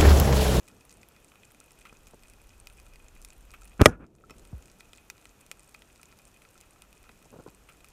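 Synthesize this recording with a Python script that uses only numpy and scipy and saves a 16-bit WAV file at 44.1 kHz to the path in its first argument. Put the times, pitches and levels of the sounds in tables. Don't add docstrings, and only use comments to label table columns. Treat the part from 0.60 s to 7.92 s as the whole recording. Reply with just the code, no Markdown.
import sys
import numpy as np
from scipy import signal
from scipy.fft import rfft, irfft
from scipy.io import wavfile
from scipy.ndimage import map_coordinates

SR = 44100
rng = np.random.default_rng(int(sys.argv[2]) if len(sys.argv) > 2 else 0)


def wrap_up_sound(samples):
    columns = np.atleast_2d(samples).T
    tamed = np.clip(columns, -1, 1)
    steps = np.round(tamed * 32767).astype(np.int16)
    wavfile.write(sys.argv[1], SR, steps)


N = 322812
TIME = np.arange(N) / SR
AGE = TIME[:SR // 4]
FIRE_AT, CRACK_AT = 3.195, 3.2579


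def amp(db):
    return 10 ** (np.asarray(db) / 20)


def unit(x):
    return x / np.sqrt(np.mean(x ** 2) + 1e-20)


def fade(t60, age=AGE):
    return np.exp(-np.log(1000) * age / t60)


def envelope(start, attack, hold, t60):
    age = np.maximum(TIME - start, 0)
    return (1 - np.exp(-age / attack)) * fade(t60, np.maximum(age - hold, 0))


def curve(rows):
    return np.interp(TIME, *np.transpose(rows))


def add(track, at, sound):
    part = track[round(at * SR):][:len(sound)]
    part += sound[:len(part)]


def coloured(x, points, size=4096):
    hz, db = np.transpose(points)
    gain = amp(np.interp(np.log(np.fft.rfftfreq(size, 1 / SR) + 1), np.log(hz), db))
    cepstrum = irfft(np.log(gain))
    cepstrum[1:size // 2] *= 2
    cepstrum[size // 2 + 1:] = 0
    return signal.fftconvolve(x, irfft(np.exp(rfft(cepstrum))))[:len(x)]


def noise(points, count=N):
    return unit(coloured(rng.standard_normal(count), points))


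def wobble(rate):
    knots = rng.standard_normal(int(N * rate / SR) + 4)
    return map_coordinates(knots, [TIME * rate], order=1)


def ring(modes, spread_db):
    out = np.zeros(len(AGE))
    for k, (hz, db, t60) in enumerate(modes):
        strength = (-1) ** k * amp(db + spread_db * rng.standard_normal())
        out += strength * fade(t60) * np.sin(2 * np.pi * hz * AGE)
    return out


def burst(colour, t60):
    x = coloured(rng.standard_normal(len(AGE)) * fade(t60), colour)
    return x / np.abs(x).max()


# (frequency [Hz], level [dB])
SEA_COLOUR = [(15, -31.5), (25, -4.5), (64, 1), (433, -5), (1020, -11), (1340, -11), (2170, -18.5),
              (2490, -15), (2770, -16), (4620, -22.5), (6550, -18.5), (10100, -23), (10900, -23.5),
              (12800, -22), (15500, -32.5)]
# (time [s], level [dB])
WASH_LEVEL = [(0, -66.5), (.8, -72), (1.5, -60), (2.3, -54), (3.7, -56.5), (4.4, -65), (5.4, -68.5),
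              (6.4, -64), (7.3, -63)]
# (frequency [Hz], level [dB])
WASH_COLOUR = [(10, -13), (28, -2), (48, 1.5), (80, -14), (200, -31), (600, -70)]
# (middle [s], half length [s], level [dB])
SWIRLS = [(0.146, .06, -59), (0.386, .07, -60.5), (3.919, .25, -61), (6.749, .25, -65.5)]
# (frequency [Hz], level [dB])
CHURN_COLOUR = [(15, -15.5), (45, -1), (180, -2), (450, -7.5), (900, -21), (1600, -40), (4000, -68.5)]
def water(tone_hz=2520, tone_width_hz=170, tone_db=-75, flutter_db=4.5, hiss_db=-61.5):
    resonance = np.exp(-np.pi * tone_width_hz * AGE) * np.sin(2 * np.pi * tone_hz * AGE)
    drive = rng.standard_normal(N) * amp(flutter_db * wobble(40))
    tone = amp(tone_db) * unit(signal.fftconvolve(drive, resonance)[:N])
    hiss = amp(hiss_db) * noise(SEA_COLOUR)
    wash = amp(curve(WASH_LEVEL)) * noise(WASH_COLOUR)
    stir = sum(amp(db) * np.exp(-((TIME - at) / half) ** 2) for at, half, db in SWIRLS)
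    return hiss + wash + stir * noise(CHURN_COLOUR) + tone


# (frequency [Hz], level [dB])
SNAP_COLOUR = [(100, -12), (700, -4), (1300, -1), (1700, -6), (2400, -0.5), (4000, -2), (5300, -3),
               (6400, -5.5), (8800, -4), (11000, -10.5), (15500, -12.5)]
# (frequency [Hz], level [dB], t60 [s])
HOUSING_MODES = [(1322, -24, .039), (1984, -22, .025), (2500, -15.5, 0.031)]
def snap(treble_db, rise=0.000091, burst_t60=0.0049, scatter_db=-20, scatter_t60=.05):
    pop = rng.standard_normal(len(AGE)) * (fade(burst_t60) + amp(scatter_db) * fade(scatter_t60))
    onset = 1 - np.exp(-AGE / rise)
    click = onset * (coloured(pop, SNAP_COLOUR) + ring(HOUSING_MODES, spread_db=2.5))
    click = coloured(click, [(2500, 0.00076), (6000, treble_db)])
    return click / np.abs(click).max()


# (frequency [Hz], level [dB])
REEF_PATCHES = [(1400, -3.5), (2500, -3.5), (6200, -2), (6900, -1.5), (7500, -1), (8700, 0), (9800, -1.5),
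                (12500, -2)]
def far_shrimp(rate=17, spread_db=7.5, far_db=-56, skirt_db=-17):
    out = np.zeros(N)
    for hz, db in REEF_PATCHES:
        band = [(hz / 2, skirt_db), (hz, 0), (hz * 2, skirt_db)]
        voices = [coloured(snap(treble_db=0)[:2048], band) for _ in range(5)]
        times = np.cumsum(rng.exponential(1 / rate, size=250))
        peaks = amp(far_db + db + spread_db * np.minimum(rng.standard_normal(len(times)), 2))
        for k, at in enumerate(times):
            click = voices[k % len(voices)]
            add(out, at, peaks[k] * click / np.abs(click).max())
    return out


def stray_shrimp(count=38, level_db=-45, spread_db=3, treble_db=1, treble_spread_db=11):
    out = np.zeros(N)
    for k, (offset, nearness) in enumerate(rng.uniform([0, -1], [1, 1], (count, 2))):
        click = snap(treble_db + treble_spread_db * nearness)
        add(out, (k + offset) / count * N / SR, amp(level_db + spread_db * nearness) * click)
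    return out


# (time [s], level [dB], treble [dB])
NEAR_SNAPS = [(0.0833, -38, 5), (0.4314, -40.5, -5.5), (1.0021, -35, 19), (1.2528, -37.5, -12),
              (2.0712, -30.5, 3.5), (2.358, -38.5, -5.5), (2.617, -36, 23), (2.6482, -26.5, 12.5),
              (4.2067, -35, -4), (4.3326, -37.5, -4), (4.5004, -24.5, 0.5), (4.6547, -35.5, -0.5),
              (4.9146, -22, 2), (5.147, -34.5, -10.5), (5.2208, -37.5, -7), (5.4312, -35.5, 2),
              (6.0115, -35, 12), (6.2208, -35.5, 4), (6.4922, -42, -16), (7.2449, -38.5, -1)]
def near_shrimp():
    out = np.zeros(N)
    for at, db, treble_db in NEAR_SNAPS:
        add(out, at, amp(db) * snap(treble_db))
    return out


# (time [s], level [dB], t60 [s])
GRIP_KNOCKS = [(1.326, -42.5, 0.012), (1.535, -43, 0.048), (6.495, -48.5, 0.027), (6.657, -45.5, .029)]
# (frequency [Hz], level [dB])
KNOCK_COLOUR = [(40, -25), (110, -4), (200, 0.5), (310, -2.5), (440, -1), (620, -6.5), (1400, -16),
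                (1900, -38), (6000, -45)]
# (time [s], level [dB], t60 [s])
GEAR_SCUFFS = [(.718, -44.5, .026), (1.256, -42, .11), (2.938, -39, 0.074), (7.088, -41.5, .11)]
# (frequency [Hz], level [dB])
SCUFF_COLOUR = [(300, -4), (900, -3), (1350, 15.5), (1750, -1), (2500, 12), (3500, -4), (4500, -10),
                (12000, -11.5)]
def handling():
    out = np.zeros(N)
    for rows, colour in (GRIP_KNOCKS, KNOCK_COLOUR), (GEAR_SCUFFS, SCUFF_COLOUR):
        for at, db, t60 in rows:
            add(out, at, amp(db) * burst(colour, t60))
    return out


# (time [s], length [s], level [dB])
LINE_CREAKS = [(6.727, .045, -41.5), (6.79, .025, -41.5), (6.865, .015, -41.5)]
def line_creaks(slips_per_s=79, slip_t60=0.047, jitter_s=0.0024, spread_db=3.5):
    out = np.zeros(N)
    for start, length, db in LINE_CREAKS:
        for at in np.arange(start, start + length, 1 / slips_per_s):
            late, strength = rng.standard_normal(2)
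            slip = amp(db + spread_db * strength) * burst(KNOCK_COLOUR, slip_t60)
            add(out, at + jitter_s * late, slip)
    return out


def line_tug(at=3.929, thump_db=-33, rest_hz=60, start_hz=190, settle=0.008, length=.048, knock_db=-41):
    out = np.zeros(N)
    hz = rest_hz + (start_hz - rest_hz) * np.exp(-AGE / settle)
    swell = (1 - np.exp(-AGE / 0.0018)) * np.exp(-(AGE / length) ** 2)
    thump = amp(thump_db) * swell * np.sin(2 * np.pi * np.cumsum(hz) / SR)
    add(out, at, amp(knock_db) * burst(KNOCK_COLOUR, t60=.04) - thump)
    return out


# (time [s], level [dB])
SHAFT_CLINKS = [(3.697, -41.5), (3.707, -36.5)]
# (frequency [Hz], level [dB], t60 [s])
SHAFT_MODES = [(1270, -1.5, 0.073), (2590, -3.5, 0.036), (3120, -4, .024), (5420, -6, .05),
               (7400, -11, .025)]
def shaft_clinks(tick_db=3, knock_db=-1.5):
    out = np.zeros(N)
    for at, db in SHAFT_CLINKS:
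        knock = amp(knock_db) * burst(KNOCK_COLOUR, t60=0.043)
        steel = .5 * ring(SHAFT_MODES, spread_db=5)
        tick = amp(tick_db) * snap(treble_db=-3)
        add(out, at, amp(db) * (steel + tick + knock))
    return out


def bubble(at=3.6385, db=-38, hz=1330, t60=0.041, rise=.0006):
    out = np.zeros(N)
    add(out, at, amp(db) * (1 - np.exp(-AGE / rise)) * fade(t60) * np.sin(2 * np.pi * hz * AGE))
    return out


# (frequency [Hz], level [dB])
FIZZ_COLOUR = [(1000, -28.5), (3000, -4.5), (4500, -7.5), (6200, 3), (8000, -2.5), (10000, -1.5),
               (12000, -10.5), (16000, -18.5)]
def bubble_cloud(level_db=-30, speed_power=2.4, spray_db=-27, uneven_db=4):
    speed = np.clip((TIME - FIRE_AT) / (CRACK_AT - FIRE_AT), 0, 1) * (TIME < CRACK_AT)
    trail = amp(level_db) * speed ** speed_power
    spray = amp(spray_db) * envelope(CRACK_AT, attack=.001, hold=.004, t60=0.11)
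    return (trail + spray) * amp(uneven_db * wobble(500)) * noise(FIZZ_COLOUR)


def wake(surge_db=-9, eddies_db=-33.5):
    surge = amp(surge_db) * envelope(CRACK_AT, attack=.005, hold=0.025, t60=0.085)
    eddies = amp(eddies_db) * envelope(CRACK_AT, attack=.02, hold=.03, t60=1.05)
    return (surge + eddies) * noise(CHURN_COLOUR)


# (time [s], length [s], rattle [dB], stirred water [dB])
MUZZLE_SCRAPES = [(3.193, .06, -30, -24.5), (3.28, 0.055, -35.5, -33), (3.392, 0.048, -45.5, -34)]
# (frequency [Hz], level [dB])
RATTLE_COLOUR = [(300, -30.5), (900, -6.5), (1350, 5.5), (1700, -4.5), (2000, -12), (2450, -6.5),
                 (3100, -21), (5000, -38.5), (12000, -61)]
def muzzle_scrapes(uneven_db=3.5, hiss_db=-30):
    rattle, stir = np.zeros(N), np.zeros(N)
    for at, length, rattle_db, stir_db in MUZZLE_SCRAPES:
        contact = envelope(at, attack=0.0049, hold=length, t60=0.086)
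        rattle += amp(rattle_db) * contact
        stir += amp(stir_db) * contact
    rattle *= amp(uneven_db * wobble(250))
    friction = noise(RATTLE_COLOUR) + amp(hiss_db) * noise(FIZZ_COLOUR)
    return rattle * friction + stir * noise(CHURN_COLOUR)


# (time [s], level [dB], sign, rise [s], decay [s])
PRESSURE_PULSES = [(3.212, 5, 1, .00042, .0007), (3.2163, 10, -1, .00005, .00089),
                   (3.2218, 14, 1, .0008, .0012)]
# (frequency [Hz], level [dB])
CRACK_COLOUR = [(100, -5.5), (600, 4.5), (2400, 2.5), (4300, -10), (8500, -7), (15000, -17)]
# (frequency [Hz], level [dB], t60 [s])
GUN_MODES = [(48, -10.5, .22), (88, -1, .1), (148, -3, 0.11), (260, -2.5, .06), (423, 10.5, 0.03),
             (611, 15.5, 0.026), (1240, 13.5, .025), (1430, -21, .23), (1697, -23, .17), (1918, 15, .02),
             (2356, 14.5, 0.015), (3300, 5.5, .021), (5200, 4, .019)]
def shot(crack_db=13, crack_t60=.018, rebound_hz=30):
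    pulses = np.zeros(N)
    for at, db, sign, rise, decay in PRESSURE_PULSES:
        add(pulses, at, sign * amp(db) * (1 - np.exp(-AGE / rise)) * np.exp(-AGE / decay))
    out = signal.lfilter(*signal.butter(1, rebound_hz, "high", fs=SR), pulses)
    crack = amp(crack_db) * fade(crack_t60) * noise(CRACK_COLOUR, count=len(AGE))
    add(out, CRACK_AT, crack - ring(GUN_MODES, spread_db=1))
    return out


# (time [s], level [dB])
REEF_NEARNESS = [(0, 1.5), (3, 2), (4, -0.5), (7.3, 0)]
def scene():
    sea = water() + near_shrimp() + amp(curve(REEF_NEARNESS)) * (stray_shrimp() + far_shrimp())
    firing = shot() + muzzle_scrapes() + wake() + bubble_cloud() + bubble()
    tackle = shaft_clinks() + line_tug() + handling() + line_creaks()
    return (sea + firing + tackle)[None]


def gain_control(x, threshold_db=-8, depth_db=14, most_over_db=28, release_db_per_s=58, attack=.016):
    level_db = 20 * np.log10(np.abs(x) + 1e-9)
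    over_db = np.clip(level_db - threshold_db, 0, most_over_db)
    release_db = release_db_per_s * TIME
    held_db = np.maximum.accumulate(over_db + release_db, axis=-1) - release_db
    pole = np.exp(-1 / (attack * SR))
    duck_db = signal.lfilter([1 - pole], [1, -pole], np.minimum(held_db, depth_db))
    return x * amp(-duck_db)


def record(dry):
    ceiling, top_hz, slope_hz = .96, 15900, 600
    ducked = gain_control(dry)
    clipped = ducked / (1 + (np.abs(ducked) / ceiling) ** 6) ** (1 / 6)
    passband = np.clip((top_hz - np.fft.rfftfreq(N, 1 / SR)) / slope_hz, 0, 1)
    return irfft(rfft(clipped) * passband, N)


dry = scene()
out = record(dry)
wrap_up_sound(out)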